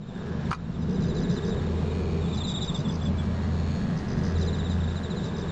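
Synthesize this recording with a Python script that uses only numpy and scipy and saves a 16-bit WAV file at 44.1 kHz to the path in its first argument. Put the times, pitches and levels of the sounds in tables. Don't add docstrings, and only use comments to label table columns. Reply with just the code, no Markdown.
import sys
import numpy as np
from scipy import signal
from scipy.io import wavfile
from scipy.ndimage import uniform_filter1d, map_coordinates

SR = 44100
rng = np.random.default_rng(int(sys.argv[2]) if len(sys.argv) > 2 else 0)


def dump(signal):
    limited = np.clip(np.atleast_2d(signal).T, -1, 1)
    pcm = np.round(limited * 32767).astype(np.int16)
    wavfile.write(sys.argv[1], SR, pcm)


def field_ratio(decibels):
    return 10 ** (np.asarray(decibels, dtype=float) / 20)


N = 242991


def evened(x):
    return x / np.sqrt(np.mean(x ** 2) + 1e-20)


def drift(size):
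    return evened(uniform_filter1d(rng.standard_normal(N), size=size))


def columns(rows):
    s, *values = np.transpose(rows)
    return [np.interp(np.arange(N) / SR, s, v) for v in values]


def add(mix, s, sound):
    part = mix[max(round(s * SR), 0):][:len(sound)]
    part += sound[:len(part)]


def resonate(x, hz, width):
    r = np.exp(-np.pi * width / SR)
    poles = [1, -2 * r * np.cos(2 * np.pi * hz / SR), r * r]
    once = signal.lfilter([1], poles, x)
    return evened(signal.lfilter([1], poles, once))


def plane():
    # t/s, level/dB, heading/0-1 (0 exhaust toward us, .5 propeller edge-on, 1 broadside)
    flight = [(0, -60, .02), (.11, -66, 0.017), (.15, -55.5, 0.022), (.46, -59.5, .06), (.6, -62, 0.16),
              (.85, -60.5, 0.13), (1.25, -55, 0.17), (1.6, -57.5, 0.16), (1.8, -53, 0.98), (2, -48.5, 0.76),
              (2.5, -56.5, 0.95), (3, -65, 0.091), (3.25, -58.5, 0.16), (3.7, -49, 0.67), (4, -55.5, 0.32),
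              (4.3, -54, 0.29), (4.8, -56.5, 0.18), (5.51, -58, 0.088)]
    # t/s, f/Hz
    firing = [(0, 112), (.5, 110), (.78, 102), (1.62, 98), (2.25, 92.2), (2.5, 88), (2.95, 85), (3.23, 89),
              (3.4, 89), (3.75, 93.6), (4.3, 92.4), (4.4, 90.5), (4.9, 88.5), (5.1, 85.6), (5.25, 87.6),
              (5.51, 88.2)]
    # main f/Hz, width/Hz, side f/Hz, width/Hz, share of puff noise/0-1
    resonances = [(1690, 170, 1580, 420, .2), (2440, 200, 2820, 320, .3), (4300, 380, 3900, 500, .42),
                  (1870, 240, 1780, 400, .3), (1620, 150, 1540, 260, .2)]
    # heading/0-1, level on axis/dB, loss/dB per heading squared
    beams = [
        (0.13, 2.5, 35),
        (0.88, -3, 80),
        (.55, -0.2, 55),
        (.31, 0.5, 200),
        (.01, 1.5, 300),
    ]
    hz, = columns(firing)
    turns = np.cumsum(hz * (1 + .004 * drift(2000))) / SR
    strength = field_ratio(1.5 * rng.standard_normal(800))[turns.astype(int)]
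    kicks = evened(strength * (np.diff(np.floor(turns), prepend=0) > 0))
    puff_shape = np.exp(-(turns % 1) / .22) + .4 * np.exp(-((turns + .5) % 1) / .22)
    puffs = evened(strength * puff_shape * rng.standard_normal(N))
    out = np.zeros(N)
    loud_db, heading = columns(flight)
    for (axis, axis_db, narrow_db), (main_hz, width, side_hz, side_width, share) in zip(beams, resonances):
        db = loud_db + axis_db - narrow_db * (heading - axis) ** 2
        drive = (1 - share) * kicks + share * puffs
        out += field_ratio(db) * (resonate(drive, main_hz, width) + 0.51 * resonate(drive, side_hz, side_width))
    return out


def birds():
    # t/s, length/s, start f/Hz, end f/Hz, level/dB
    far_call = (3.07, .34, 2320, 2310, -60)
    # t/s, level/dB
    far_warble = [(.265, -61), (.325, -61), (.575, -52), (.635, -54), (.695, -65), (1.465, -50),
                  (1.525, -55), (1.61, -57), (1.715, -57), (1.8, -59), (1.86, -53.5), (1.9, -50),
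                  (2.2, -50.5), (2.265, -50), (3.3, -67), (3.38, -58), (4.5, -60), (4.61, -66), (4.67, -56),
                  (4.75, -59), (4.93, -55), (5.19, -54), (5.3, -57), (5.44, -58)]
    out = np.zeros(N)
    far_notes = [(s, .032, 3850, 3450, db) for s, db in far_warble]
    for s, length, start_hz, end_hz, db in warble() + [far_call] + far_notes:
        add(out, s, field_ratio(db + 1.27) * whistle(length, start_hz, end_hz, bend=1.85, soft=0.64))
    for s, hz, fall_hz, db in trill():
        note = whistle(.0105, hz + 0.6 * fall_hz, hz - 0.38 * fall_hz, bend=0.71, soft=0.32)
        add(out, s - .005, field_ratio(db + 5.5) * note)
    t = np.arange(6000) / SR
    sparse = rng.standard_normal(6000) * (rng.random(6000) < .05)
    echoes = sparse * field_ratio(-60 * t / .15) * (t > .003)
    return out + field_ratio(-8.5) * signal.oaconvolve(out, echoes / np.linalg.norm(echoes))[:N]


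def warble():
    # t/s, length/s, top f/Hz, level/dB
    falling_notes = [(.012, .035, 3900, -48), (.069, 0.051, 3780, -49), (0.13, 0.053, 3770, -51),
                     (0.19, .04, 3830, -51), (.386, .032, 3790, -56), (.448, .03, 3740, -51.5),
                     (.74, .026, 3730, -49.5), (0.81, 0.031, 4010, -49), (0.864, 0.061, 3850, -54),
                     (.942, 0.044, 3990, -49), (1.01, 0.048, 4080, -45.5), (1.077, 0.052, 4120, -44.5),
                     (1.147, 0.055, 4100, -43.5), (1.226, 0.036, 4100, -43.5), (1.278, .041, 3900, -46),
                     (1.29, .045, 4200, -45.5), (1.366, .03, 3800, -44), (1.355, .04, 4150, -44),
                     (1.42, .035, 3820, -45), (1.491, 0.049, 3940, -46), (1.562, 0.047, 3870, -48),
                     (1.659, .019, 3800, -49), (1.762, 0.034, 3920, -50.5),
                     (2.234, 0.043, 3580, -48.5), (2.29, 0.032, 3960, -46.5), (2.32, .04, 3680, -41.5),
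                (2.323, 0.039, 4100, -48), (2.37, 0.024, 4040, -38), (2.386, 0.012, 4130, -45),
                (2.401, .029, 3700, -35.5), (2.435, 0.0297, 4130, -35.5), (2.448, 0.0266, 3860, -46),
                (2.467, 0.036, 3750, -35), (2.487, 0.0418, 3960, -35), (2.537, 0.029, 3780, -33),
                (2.556, 0.037, 3905, -34.5), (2.603, 0.038, 3750, -36.5), (2.613, 0.038, 4020, -33.5),
                (2.673, 0.0346, 3820, -33.5), (2.741, 0.029, 3720, -34), (2.8, 0.016, 3900, -45),
                (2.845, 0.026, 3560, -41), (2.888, 0.02, 3560, -38.5), (3.01, 0.021, 3540, -43.5),
                (3.051, .026, 3530, -39.5), (3.18, .031, 3480, -42.5),
                     (4.351, .029, 4100, -46), (4.406, 0.036, 4120, -41), (4.468, 0.032, 4120, -39.5),
                (4.525, .034, 4080, -42.5), (4.583, 0.033, 4020, -41), (4.634, 0.049, 3930, -43.5),
                (4.694, 0.038, 4030, -42.5), (4.73, 0.03, 3830, -52), (4.799, 0.023, 3790, -46.5),
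                (4.826, 0.031, 3960, -46.5), (4.875, .016, 3840, -43), (4.89, 0.043, 4010, -48.5),
                (4.953, 0.041, 4080, -43.5), (5.029, .038, 4020, -42.5), (5.098, 0.036, 4060, -42.5),
                (5.157, 0.0477, 4090, -44), (5.21, 0.029, 3850, -51), (5.229, 0.041, 4060, -44),
                (5.277, 0.024, 3870, -47), (5.333, 0.04, 3920, -48), (5.378, 0.023, 3920, -48),
                (5.415, 0.028, 3770, -46), (5.475, 0.04, 3890, -46.5)]
    low_hz, low_follows, fastest_hz_per_s = 3300, 0.17, 26000
    rows = []
    for s, length, top_hz, db in falling_notes:
        bottom_hz = low_hz + low_follows * (top_hz - 3800)
        rows.append((s, length, top_hz, max(top_hz - fastest_hz_per_s * length, bottom_hz), db))
    return rows


def trill():
    # first note t/s, last note t/s, level/dB, fall/Hz
    bursts = [(0.809, .834, -56, 347), (0.896, .911, -52, 1090), (0.934, 0.96, -52, 300),
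              (1.008, 1.057, -51.5, 1050), (1.07, 1.103, -51.5, 250), (1.152, 1.204, -50, 1100),
              (1.22, 1.23, -51, 350), (1.3, 1.354, -49.5, 1040), (1.365, 1.376, -57, 352),
              (1.452, 1.496, -49.5, 1100), (2.347, 2.388, -51.5, 1000), (2.474, 2.517, -50, 900),
              (2.63, 2.664, -49, 700), (2.75, 2.806, -51, 800), (2.888, 2.91, -50, 350),
              (2.926, 2.957, -49, 1000), (3.033, 3.07, -54, 500), (3.975, 3.991, -51, 990),
              (4.088, 4.134, -50, 1050), (4.182, 4.194, -54, 198), (4.238, 4.281, -50, 1080),
              (4.297, 4.324, -54, 300), (4.385, 4.43, -49, 1100), (4.451, 4.463, -53, 350),
              (4.555, 4.604, -58, 250), (4.701, 4.737, -55, 304), (5.245, 5.273, -53.5, 950),
              (5.369, 5.414, -51.5, 1100)]
    gap_s, middle_hz, swell_db = .0152, 4970, 1.5
    rows, chance = [], rng.standard_normal((len(bursts), 12, 3))
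    for (first, last, db, fall_hz), luck in zip(bursts, chance):
        count = round((last - first) / gap_s) + 1
        for k, s in enumerate(np.linspace(first, last, count)):
            arch_db = swell_db * (np.sin(np.pi * (s - first + .01) / (last - first + .02)) - .6)
            note_fall_hz = abs(fall_hz + 180 * luck[k, 0])
            rows.append((s, middle_hz + 50 * luck[k, 1], note_fall_hz, db + arch_db + 0.61 * luck[k, 2]))
    return rows


def whistle(length, start_hz, end_hz, bend, soft):
    u = np.linspace(0, 1, max(int(length * SR), 8))
    hz = start_hz + (end_hz - start_hz) * u ** bend
    return np.sqrt(2) * np.sin(np.pi * u) ** soft * np.sin(2 * np.pi * np.cumsum(hz) / SR)


def button():
    snap_s = [.5142, .5283, .5095, .5435, .548, .59, .5075, .5335, .530, .601]
    # level/dB, pitch/factor
    snaps = [(-14.5, 1), (-16.5, .98), (-28, 3.6), (-29, .95), (-34, 3.6), (-40, 1.03), (-28, .75),
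             (-25, 1.08), (-25, 1.86), (-42, 1.05)]
    # f/Hz, level/dB, t60/s
    shell = [(1240, 4.5, .016), (1310, -8, .085), (1518, -12, .018), (2270, -9, .014), (1050, -11, .09),
             (3260, -15, .01)]
    out, t = np.zeros(N), np.arange(5000) / SR
    for s, (db, pitch) in zip(snap_s, snaps):
        ring = sum(field_ratio(g - 60 * t / t60) * np.sin(2 * np.pi * hz * pitch * t) for hz, g, t60 in shell)
        rattle = field_ratio(-12.5 - 60 * t / .05) * rng.standard_normal(5000)
        add(out, s, field_ratio(db) * (.6 * ring + rattle) * np.minimum(t / .0008, 1))
    return out


def drone():
    # t/s, level/dB
    swells = [(0, -46), (.5, -34.5), (.95, -36), (1.18, -35), (1.5, -39), (1.73, -29), (2.25, -31),
              (2.79, -44.5), (3.08, -29.5), (3.67, -28), (3.85, -47), (4.1, -42), (4.2, -34), (4.37, -24.5),
              (4.6, -32), (4.83, -26.5), (5.16, -42), (5.51, -37.5)]
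    base_hz, lift_hz_per_s, waver_hz = 81.6, 0.4096, 0.34
    db, = columns(swells)
    waver = drift(2500)
    hz = base_hz + lift_hz_per_s * np.arange(N) / SR + waver_hz * waver
    return np.sqrt(2) * field_ratio(db + 0.19 * waver) * np.sin(2 * np.pi * np.cumsum(hz) / SR)


def wind():
    # t/s, level/dB
    breeze = [(0, -32), (.3, -33), (.5, -31.5), (.75, -29), (1.02, -28), (1.63, -31.5), (2.19, -34),
              (2.48, -34), (3.03, -32.5), (3.36, -34), (3.8, -31), (4.33, -32.5), (4.78, -34), (5.51, -37)]
    # f/Hz, level/dB per Hz
    buffet_colour = [(12, -31), (25, -19), (45, -5.5), (70, -10.5), (100, -4.5), (125, -5), (150, 1),
                     (168, 4), (190, 0), (225, -3.5), (260, -11), (300, -16), (400, -43)]
    roar_colour = [(280, -43.5), (330, -1), (400, 2.5), (480, -1.5), (560, -25.5), (700, -24)]
    wash_colour = [(250, -27.5), (330, -4), (600, 1), (800, -3), (1050, -3), (1400, -8.5), (2000, -13),
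                   (2500, -14.5), (3200, -14.5), (4000, -12.5), (4700, -17), (5500, -15.5), (6000, -56.5)]
    # from t/s, to t/s, boost/dB
    port_open = [
        (0.16, .4, 6.5),
        (.78, 2.346, 8.5),
        (4.1, 4.704, 5.5),
        (5.033, 5.596, 7),
    ]
    calm_db, port_turn_s = -34, 0.13
    breeze_db, = columns(breeze)
    t = np.arange(N) / SR
    port_db = np.zeros(N)
    for a, b, db in port_open:
        port_db += db / 2 * (np.tanh((t - a) / port_turn_s) - np.tanh((t - b) / port_turn_s))
    roar_db = -45 + 0.58 * (breeze_db - calm_db) + port_db
    wash_db = -44.5 + .15 * (breeze_db - calm_db)
    buffet = field_ratio(breeze_db + 4.0) * rush(buffet_colour, patchy_db=0.5, gust_db=0.44)
    roar = field_ratio(roar_db) * rush(roar_colour, patchy_db=0.5, gust_db=0.05)
    wash = field_ratio(wash_db + 2.5) * rush(wash_colour, patchy_db=0.72, gust_db=0.2)
    return buffet + roar + wash


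def rush(shape, patchy_db, gust_db):
    frames, hz = N // 512 + 5, np.fft.rfftfreq(2048, 1 / SR)
    a, b, patches = rng.standard_normal((frames, len(hz), 3)).T
    patches = uniform_filter1d(patches, size=9, axis=0)
    patches = evened(uniform_filter1d(patches, size=10, axis=1))
    gusts = evened(uniform_filter1d(rng.standard_normal(frames), size=3))
    f, db = np.transpose(shape)
    colour_db = np.interp(np.log(hz + 1), np.log(f + 1), db, left=-90, right=-90)
    z = (a + 1j * b) * field_ratio(colour_db[:, None] + patchy_db * patches + gust_db * gusts)
    return evened(signal.istft(z, nperseg=2048, noverlap=1536)[1][:N])


def scene():
    # t/s, level/dB, recovery/s
    duck = (.516, -11.5, 0.34)
    # level/dB, time constant/s
    opening = (-14, 0.17)
    s, db, recovery = duck
    t = np.arange(N) / SR
    duck_db = db * np.clip((t - s) / 0.0072, 0, 1) * np.exp(-(t - s) / recovery)
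    gain = field_ratio(duck_db + opening[0] * np.exp(-t / opening[1]))
    return ((plane() + birds() + drone() + wind()) * gain + button())[None]


def starve(x, floor_db, tilt_db):
    blocks = dict(window=("kaiser", 7), nperseg=4096, noverlap=2048)
    hz, t, z = signal.stft(x, SR, **blocks)
    level_db = 10 * np.log10(uniform_filter1d(abs(z) ** 2, size=3, axis=0) + 1e-20)
    short_db = 15 * rng.random(len(t)) ** 1.3
    need_db = floor_db + tilt_db * np.tanh((hz[:, None] - 7600) / 900) + short_db
    kept = (level_db > need_db) | (hz[:, None] < 4500)
    return signal.istft(z * kept, SR, **blocks)[1][:N]


def band_limit(x):
    return signal.sosfilt(signal.butter(12, 9970, fs=SR, output="sos"), x)


def record(dry):
    sample_hz = 11024
    t = np.arange(N) / SR
    smooth = signal.oaconvolve(dry[0], signal.firwin(201, 5700, fs=SR), "same")
    at = np.arange(int(N * sample_hz / SR) + 2) / sample_hz
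    samples = map_coordinates(smooth, [at * SR], order=3)
    joined = np.interp(t, at, samples) - .0019
    thinned = starve(joined, floor_db=-106, tilt_db=5.5)
    return band_limit(thinned[None])


dry = scene()
out = record(dry)
dump(out)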